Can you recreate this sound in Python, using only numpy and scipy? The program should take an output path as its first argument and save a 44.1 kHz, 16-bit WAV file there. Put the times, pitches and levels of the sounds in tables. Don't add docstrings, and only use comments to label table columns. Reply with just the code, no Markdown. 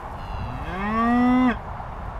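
import sys
import numpy as np
from scipy import signal
from scipy.io import wavfile
from scipy.ndimage import uniform_filter1d

SR = 44100
rng = np.random.default_rng(int(sys.argv[2]) if len(sys.argv) > 2 else 0)


def volts(x):
    e = np.asarray(x, float) / 20
    return 10 ** e


def dump(signal):
    limited = np.clip(np.atleast_2d(signal).T, -1, 1)
    pcm = np.round(limited * 32767).astype(np.int16)
    wavfile.write(sys.argv[1], SR, pcm)


N = 96755
STEP = 16


def in_time(rows):
    s, *columns = np.transpose(rows)
    steps = np.arange(0, N + STEP, STEP) / SR
    return [np.interp(steps, s, column) for column in columns]


def full(x):
    return np.interp(np.arange(N) / STEP, np.arange(len(x)), x)


def drift(rate_hz, count):
    r = np.exp(-2 * np.pi * rate_hz * STEP / SR)
    white = rng.standard_normal((count, N // STEP + 2002))
    slow = signal.lfilter([1], [1, -2 * r, r * r], white)[:, 2000:]
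    return slow / slow.std(axis=1, keepdims=True)


def tract(resonances, hz):
    return np.sqrt(sum(volts(2 * db) / (1 + (2 * (hz - f) / w) ** 2) ** 3 for f, w, db in resonances))


# [t/s, f/Hz]
FOLD_PITCH = [
    (.17, 91),
    (.4, 109.2),
    (.58, 131.9),
    (.79, 192.2),
    (.93, 221),
    (1.14, 242),
    (1.42, 255.3),
    (1.478, 250),
    (1.55, 188.6),
]
# [t/s, breathy share 0-1, pitch jitter/%]
HOARSENESS = [
    (.17, .15, .3),
    (.6, .2, .4),
    (.7, .5, .6),
    (.8, .25, .2),
    (1, .17, .08),
    (1.43, .12, .06),
    (1.49, .3, .3),
    (1.53, .6, 1.0),
]


def vocal_folds():
    (pitch,), (breath, jitter) = in_time(FOLD_PITCH), in_time(HOARSENESS)
    inertia_s = 0.03
    pitch = uniform_filter1d(pitch, int(inertia_s * SR / STEP))
    pitch = pitch * (1 + jitter / 100 * drift(60, count=1)[0])
    phase = 2 * np.pi * np.cumsum(full(pitch)) / SR
    return pitch, phase, breath


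# [t/s, level/dB, mouth opening 0-1, posture (0 half open, 1 wide, 2-3 neck stretched)]
EFFORT_COURSE = [
    (.14, -58.5, 0.093, 0),
    (.2, -37, 0, 0),
    (.42, -34, 0, 0.5),
    (.61, -37, 0.23, 1),
    (.69, -31.5, 0.44, 0),
    (.97, -27.5, 0.83, 1.5),
    (1.13, -27, 0.82, 1.5),
    (1.44, -28, 0.96, 3),
    (1.515, -27, 0.89, 0),
]
# [f/Hz, width/Hz, level/dB]
NASAL = [(123, 35, -0.5), (240, 160, -14), (804, 420, -78), (2742, 240, -16.5), (3350, 180, -25),
         (4024, 170, -22.5), (4790, 150, -27.5), (6300, 450, -41.5)]
# [f/Hz, width/Hz, level/dB half open, level/dB wide, level/dB stretched]
THROAT = [(458, 500, -3.5, -12.5, -7.5), (719.2, 100, 3.5, -1, 0.5), (833.4, 81, -8, 1, -19),
          (1024, 96, -15.5, -2.5, -7), (1140.5, 194, -2, 1.5, 2.5), (1225, 95, -7, -32, -3),
          (1614, 205, 2.5, -10.5, -12.5), (1804.5, 228, -14, -1.5, -5.5), (2129, 170, -9.5, -5.5, -35.5),
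          (2539, 295, -11.5, -15.5, -19.5), (3043, 100, -20.5, -18.5, -21.5), (3268, 210, -9, -24, -19.5),
          (3763, 140, -45.5, -29, -36), (5150, 330, -31, -33, -31.5)]
# [f/Hz, width/Hz, level/dB]
CHEST_CAVITY = [(247.1, 42, 9), (209.5, 37, -1)]


def cow():
    s = np.arange(0, N + STEP, STEP) / SR
    pitch, phase, breath = vocal_folds()
    level_db, mouth, neck = in_time(EFFORT_COURSE)
    release_db_per_s = 597
    level_db = level_db - release_db_per_s * np.maximum(s - EFFORT_COURSE[-1][0], 0)
    mouth, neck = np.clip(mouth, 0, 1), np.clip(neck, 0, 3)

    stretch_rise, stretch_from_hz = 0.032, 1700
    throat = []
    for f, w, *db in THROAT:
        moved_hz = f * (1 + stretch_rise * neck * (f > stretch_from_hz))
        throat.append((moved_hz, w, np.interp(neck, [0, 1, 2], db)))
    nose_sink = 1 + 0.18 * (s - 0.405)

    count, waver_db, breath_full_hz = 70, 2.5, 3000
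    waver, blur = drift(4.1, count), drift(88, 2 * count)
    start = rng.uniform(-1, 1, count) * np.where(np.arange(count) < 12, 1.8, 0.5)
    voice = np.zeros(N)
    for k in range(1, count):
        hz = k * pitch
        nose = tract(NASAL, hz * nose_sink)
        valley = volts(-26 - 8.5 * np.log2(hz / 1000))
        opened = tract(throat, hz) + tract(CHEST_CAVITY, hz) + valley
        effort = volts(level_db + waver_db * mouth * min(k - 1, 4) / 4 * waver[k])
        top_fade = np.clip(4 - hz / 3000, 0, 1)
        gain = effort * ((1 - mouth) * nose + mouth * opened) * top_fade
        air = np.minimum(breath * hz / breath_full_hz, 1)
        voice -= full(gain * (1 - air + air * blur[k])) * np.cos(k * phase + start[k])
        voice += full(gain * air * blur[k + count]) * np.sin(k * phase + start[k])
    return np.sqrt(2) * voice + rush(phase)


# [t/s, level/dB]
RUSH_COURSE = [
    (.14, -70),
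    (.22, -67.5),
    (.4, -73),
    (.62, -70.5),
    (.7, -66),
    (.85, -71.5),
    (1.09, -63),
    (1.5, -69),
    (1.55, -79.5),
]


def rush(phase):
    band = signal.butter(2, [4470, 12900], "band", fs=SR, output="sos")
    noise = signal.sosfilt(band, rng.standard_normal(N))
    level_db = in_time(RUSH_COURSE)[0] + 2.0 * drift(25, count=1)[0]
    throb = 1 - 0.36 * np.cos(phase)
    return full(volts(level_db)) * throb * noise / noise.std()


# [delay t/s, level/dB]
YARD_ECHOES = [
    (0.0107, -20),
    (0.024, -24.5),
    (.047, -24.5),
]


def yard(x):
    dull = signal.lfilter([0.4], [1, -0.6], x)
    return x + sum(volts(db) * np.pad(dull, (int(s * SR), 0))[:N] for s, db in YARD_ECHOES)


# [t/s, peak level/dB]
GRASS_TICKS = [
    (.094, -53),
    (.53, -57),
    (.673, -48),
    (1.384, -49),
    (2.059, -44),
]


def ticks():
    out = np.zeros(N + 400)
    for s, db in GRASS_TICKS:
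        burst = rng.standard_normal(300) * np.exp(-np.arange(300) / 18)
        at = int(s * SR)
        out[at:at + 300] += volts(db) * burst / np.abs(burst).max()
    return signal.sosfilt(signal.butter(2, 4000, "high", fs=SR, output="sos"), out[:N])


def banded_noise(spectrum, patchy_db, rate_hz):
    hz, db = np.transpose(spectrum)
    edges = 14 * 2 ** np.arange(0, 10.3, 1 / 3)
    white, out = rng.standard_normal((2, N + SR)), 0
    flicker = drift(rate_hz, count=32)
    for k, (low, high) in enumerate(zip(edges, edges[1:])):
        sos = signal.butter(2, [low, high], "band", fs=SR, output="sos")
        band = signal.sosfilt(sos, white[k % 2])[SR:]
        level = np.interp(np.log(low * high) / 2, np.log(hz), db, left=-90, right=-90)
        out = out + band * full(volts(level + patchy_db * (flicker[k] + 0.2 * flicker[-1])))
    return out / out.std()


# [f/Hz, level/dB per Hz]
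WIND_SPECTRUM = [(8.8, -37), (15, -7), (57, -1), (184, -15), (236, -30.5), (300, -79.5), (390, -51),
                 (660, -120)]
# [t/s, level/dB]
GUSTS = [
    (0.0, -39),
    (0.43, -30),
    (0.45, -34.5),
    (1.85, -35.5),
    (2.1, -33),
    (2.19, -36.5),
]


def wind():
    return full(volts(in_time(GUSTS)[0])) * banded_noise(WIND_SPECTRUM, patchy_db=0.5, rate_hz=2.6)


# [f/Hz, level/dB per Hz]
ROAD_SPECTRUM = [(120, -48), (200, -4), (314, -15), (339, -5.5), (475, -10), (856, 2.5), (4000, -37.5),
                 (5200, -69), (8800, -120)]


def road():
    return volts(-36.5) * banded_noise(ROAD_SPECTRUM, patchy_db=1.0, rate_hz=24)


# [f/Hz, level/dB per Hz]
AIR_SPECTRUM = [(3000, -16), (4000, -7), (6000, -4), (9000, -11), (14000, -12), (15400, -25)]


def leaves_and_hiss():
    return volts(-72) * banded_noise(AIR_SPECTRUM, patchy_db=1.5, rate_hz=10)


def scene():
    return (yard(cow()) + ticks() + wind() + road() + leaves_and_hiss())[None]


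def top_cut(x):
    return signal.sosfilt(signal.butter(12, 15400, fs=SR, output="sos"), x)


def record(dry):
    return top_cut(dry)


dry = scene()
out = record(dry)
dump(out)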